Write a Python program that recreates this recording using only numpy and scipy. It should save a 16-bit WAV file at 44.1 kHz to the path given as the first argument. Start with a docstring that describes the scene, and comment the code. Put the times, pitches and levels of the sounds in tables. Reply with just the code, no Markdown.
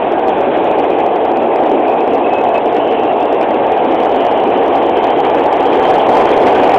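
"""Inside a subway car running through a tunnel. From the start, rough rails shake track and car into a loud
roar that howls in the cabin's resonances, over hissing steel wheels and a low rumble. A floor panel
booms for the first second, then fades. Rubbing flanges make the wheels sing in ever higher spells, and
just after 2 s one wheel squeals in four short fits. Toward the end the roar swells and overloads the
microphone, whose clipped crests crackle."""
import sys
import numpy as np
from scipy import signal
from scipy.fft import rfft, irfft, next_fast_len
from scipy.io import wavfile
from scipy.ndimage import uniform_filter1d

SR = 44100
rng = np.random.default_rng(int(sys.argv[2]) if len(sys.argv) > 2 else 0)


def log_audio(samples):
    """Write samples as a 16-bit WAV file to the path given in sys.argv[1]."""
    # one column per channel
    frames = np.atleast_2d(samples).T
    # limit to full scale, then quantise
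    limited = np.clip(frames, -1, 1)
    pcm = np.round(limited * 32767).astype(np.int16)
    wavfile.write(sys.argv[1], SR, pcm)


N = 298998

# Fader ride of the roar, building toward the end: t/s, level/dB
ROAR_RIDE = [(0, -13.5), (.35, -12), (1.0, -11.5), (3.35, -11.5), (3.85, -11), (5.55, -10.5), (5.9, -9),
             (6.78, -8.5)]
# Spectrum of the track, the deep body of the roar: f/Hz, relative level/dB
TRACK_SPECTRUM = [(150, -32), (210, -15.5), (245, -6), (300, -3.5), (360, -2.5), (450, -1), (530, -3.5),
                  (620, -7), (800, -26.5)]
# Spectrum of the rails, the midrange howl: f/Hz, relative level/dB
RAIL_SPECTRUM = [(400, -22.5), (540, -7.5), (650, -1.5), (755, -1.5), (860, -5), (1000, -12), (1150, -17.5),
                 (1400, -30), (2000, -47)]
def roar(track_db=-2.14, track_rise_db_per_s=0.12, sway_db=1.1, surge_db=0.18):
    """Rail roughness drives track and rails; each band sways on its own, and both surge together."""
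    track_jolt, rail_jolt = undb(jolts())
    rail = rolling(RAIL_SPECTRUM) * undb(sway_db * walk(7.7))
    balance_db = track_db + track_rise_db_per_s * np.arange(N) / SR
    track = rolling(TRACK_SPECTRUM) * undb(balance_db + sway_db * walk(14))
    levelled = (rail * rail_jolt + track * track_jolt) / running_rms(rail + track, seconds=.09)
    return levelled * undb(curve(ROAR_RIDE) + surge_db * walk(12))


# Bumps that accent the roar: t/s, track gain/dB, rail gain/dB
RAIL_BUMPS = [(.29, 1, 2), (.69, 2, 0), (.95, 0, 0), (1.11, 0, 0), (1.64, 5.5, 0.5), (1.75, 4.5, -1),
              (1.9, 1, 1.5), (2.12, 2, .5), (2.47, -1, 2.5), (2.77, 2, -1), (3.63, -0.5, 1), (4.0, 1.5, -1),
              (4.49, 2.5, -2), (4.73, 0.5, 1), (5.04, -2, 1.5), (5.78, 0, 0.5), (5.88, -0.5, 2),
              (6.17, 1, 2), (6.45, 2, 1.5), (6.64, -0.5, 2)]
def jolts(length_s=.075):
    """Uneven spots briefly push or duck the track and rail bands; two gain curves in dB."""
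    return sum(np.outer((track_db, rail_db), swell(at_s, length_s))
               for at_s, track_db, rail_db in RAIL_BUMPS)


# Slight varispeed of the roar as the rails pass under the wheels: t/s, speed/ratio
ROLLING_PACE = [(0, 0.97), (1.7, 0.99), (4.4, 0.98), (5.5, 1.042), (6.78, 0.99)]
def rolling(spectrum):
    """Roughness run over at the train's pace, heard through the cabin: the faster, the higher it sits."""
    position = np.cumsum(curve(ROLLING_PACE)) % (N - 1)
    vibration = np.interp(position, np.arange(N), coloured(spectrum))
    return steady(cabin(vibration), seconds=0.99)


# Air modes that make the cabin howl: f/Hz, bandwidth/Hz, level/dB relative to the diffuse sound
CABIN_MODES = [(295, 7.8, -12.5), (354.7, 40, -8), (429, 35, -4.5), (483.3, 21, -2.5), (557.3, 20, -5.5),
               (715, 53, -9.5), (764.6, 22, -5.5), (802, 27, -9), (889, 55, -6), (1140, 130, -12.5)]
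def cabin(x):
    """The air in the car rings in a few resonances, which add to the diffuse sound."""
    hz = np.arange(N + 1) * SR / (2 * N)
    gain = 1 + sum(undb(db) / (1 + 2j * (hz - f) / width) for f, width, db in CABIN_MODES)
    return irfft(rfft(x, 2 * N) * gain)[:N]


# Spectrum of the wheel hiss, the bright layer: f/Hz, relative level/dB
HISS_SPECTRUM = [(600, -11.5), (950, 6.5), (1300, 1), (1600, 0.5), (2000, -3), (2500, -1.5), (2900, -5),
                 (3250, -6), (3600, -14.5), (4000, -23.5), (4400, -36.5), (5000, -59.5)]
# Fine rail roughness, riding both the hiss and the rumble: t/s, gain/dB
GRIT_RIDE = [(0, 0), (.18, -1), (.52, 2.2), (1.05, -0.5), (1.9, -0.6), (3.35, -0.5), (3.7, 1.5),
             (4.95, 1.7), (5.7, 3.5), (6.78, 6)]
# Quick accents in the hiss where the wheels scuff over rough spots: t/s, gain/dB
WHEEL_SCUFFS = [(.86, -0.5), (2.56, 5), (5.25, 2), (6.32, 3.5)]
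def wheel_hiss(level_db=-28, flutter_db=1.03, shimmer_db=2.0, band_spacing_hz=500, scuff_s=0.023):
    """The wheels' many ring modes merge into a hiss; it flutters with the contact, and band by band."""
    spectrum = rfft(coloured(HISS_SPECTRUM))
    hz = np.arange(len(spectrum)) * SR / N
    triangles = (np.maximum(1 - abs(hz / band_spacing_hz - k), 0) for k in range(11))
    bands = (irfft(spectrum * triangle, N) for triangle in triangles)
    hiss = sum(band * undb(shimmer_db * walk(33)) for band in bands)
    scuffs_db = sum(db * swell(at_s, scuff_s) for at_s, db in WHEEL_SCUFFS)
    return hiss * undb(level_db + curve(GRIT_RIDE) + scuffs_db + flutter_db * walk(38))


# Spells of singing steel: t/s, length/s, f/Hz, half-width/Hz, level/dB
FLANGE_RUBS = [(0.102, 0.74, 1560, 140, -38.5), (.25, 0.9, 2510, 120, -39.5), (1.35, 0.2, 2530, 130, -38),
               (1.73, 0.29, 2570, 110, -36.5), (2.1, 0.15, 2655, 110, -34.5), (2.7, .9, 2700, 130, -38.5),
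               (2.78, 0.29, 2990, 140, -37.5), (3.852, 0.88, 2990, 130, -41),
               (4.687, 0.64, 3070, 125, -36.5), (5.6, 0.75, 3120, 150, -38.5)]
def flange_song(grip_db=3, fade_s=0.16):
    """Flanges rub with an uneven grip and make the wheels sing, higher as the train runs on."""
    song = sum(ring(hz, half_width) * spell(start_s, length_s, fade_s) * undb(db)
               for start_s, length_s, hz, half_width, db in FLANGE_RUBS)
    return song * undb(grip_db * walk(20))


# Stuttering fits of the squeal: t/s, length/s, level/dB
SQUEAL_FITS = [(2.235, .04, -28.5), (2.304, 0.12, -30), (2.457, 0.067, -35), (2.546, 0.039, -24)]
def wheel_squeal(pitch_hz=2580, waver_hz=11, roughness=.85, fade_s=0.012):
    """Stick and slip lock one wheel onto a ring mode in a rough, wavering tone."""
    hz = pitch_hz + waver_hz * walk(30)
    tone = np.sqrt(2) * np.sin(2 * np.pi * np.cumsum(hz) / SR)
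    rasp = roughness * ring(pitch_hz, half_width_hz=45)
    fits = sum(spell(start_s, length_s, fade_s) * undb(db) for start_s, length_s, db in SQUEAL_FITS)
    return (tone + rasp) / np.hypot(1, roughness) * fits


def floor_boom(pitch_hz=336, level_db=-23, hold_s=.9, fade_db_per_s=31.5):
    """A floor panel resonates at the start, then fades as the train runs on."""
    fading_s = np.maximum(np.arange(N) / SR - hold_s, 0)
    return ring(pitch_hz, half_width_hz=50) * undb(level_db - fade_db_per_s * fading_s)


# Spectrum of the car body, the low bed under everything: f/Hz, relative level/dB
RUMBLE_SPECTRUM = [(15, -33.5), (30, -17.5), (50, -11), (70, -4.5), (120, -3), (180, 0), (260, -1),
                   (400, -32.5)]
def body_rumble(level_db=-36.5, grit_share=0.93):
    """The car body shakes on its springs, harder on rougher rail."""
    shake = steady(coloured(RUMBLE_SPECTRUM), seconds=.4)
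    return shake * undb(level_db + grit_share * curve(GRIT_RIDE))


def undb(db):
    """Decibels to gain."""
    return 10 ** (np.asarray(db) / 20)


def curve(table):
    """An automation lane: (t/s, value) points joined by straight lines."""
    return np.interp(np.arange(N) / SR, *np.transpose(table))


def spell(start_s, length_s, fade_s):
    """An envelope that fades in around its start, holds, and fades out around its end."""
    t = np.arange(N) / SR - start_s
    return np.clip(.5 + np.minimum(t, length_s - t) / fade_s, 0, 1)


def swell(at_s, length_s):
    """A smooth rise to 1 and back, with the given length at half height."""
    return .5 ** ((2 * (np.arange(N) / SR - at_s) / length_s) ** 2)


def noise(gain):
    """Noise of rms 1, shaped by gain(Hz)."""
    size = next_fast_len(N)
    hz = np.maximum(np.arange(size // 2 + 1) * SR / size, 1)
    x = irfft(rfft(rng.standard_normal(size)) * gain(hz), size)[:N]
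    return x / x.std()


def coloured(spectrum):
    """Noise of rms 1, shaped by (f/Hz, level/dB) points and rolled off beyond both ends."""
    f, db = np.transpose(spectrum)

    def gain(hz):
        shape = undb(np.interp(np.log(hz), np.log(f), db))
        return shape / (1 + (hz / f[-1]) ** 10) * np.minimum(hz / f[0], 1)
    return noise(gain)


def walk(rate_hz):
    """Smooth random modulation of spread 1, moving at up to about rate_hz."""
    return noise(lambda hz: np.exp(-(hz / rate_hz) ** 2))


def ring(centre_hz, half_width_hz):
    """A randomly driven resonance of rms 1."""
    return noise(lambda hz: 1 / (1 + ((hz - centre_hz) / half_width_hz) ** 2))


def running_rms(x, seconds):
    """An envelope follower: the rms over a sliding window."""
    return np.sqrt(uniform_filter1d(x ** 2, max(int(seconds * SR), 2)))


def steady(x, seconds):
    """A leveller: holds rms 1 over the given time and keeps the faster flutter."""
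    return x / running_rms(x, seconds)


def scene():
    """The mono mix inside the car."""
    return (roar() + floor_boom() + body_rumble() + wheel_hiss() + flange_song() + wheel_squeal())[None]


def record(dry, dull_hz=4250, ceiling=.71, knee=.008, soften_hz=13000, top_hz=15900):
    """A dull microphone clips the highest crests, which crackle; the top is softened and cut."""
    dull = signal.sosfilt(signal.butter(16, dull_hz, fs=SR, output="sos"), dry)
    clipped = (np.hypot(dull + ceiling, knee) - np.hypot(dull - ceiling, knee)) / 2
    softened = signal.sosfilt(signal.butter(1, soften_hz, fs=SR, output="sos"), clipped)
    return signal.sosfilt(signal.ellip(8, .1, 70, top_hz, fs=SR, output="sos"), softened)


dry = scene()
out = record(dry)
log_audio(out)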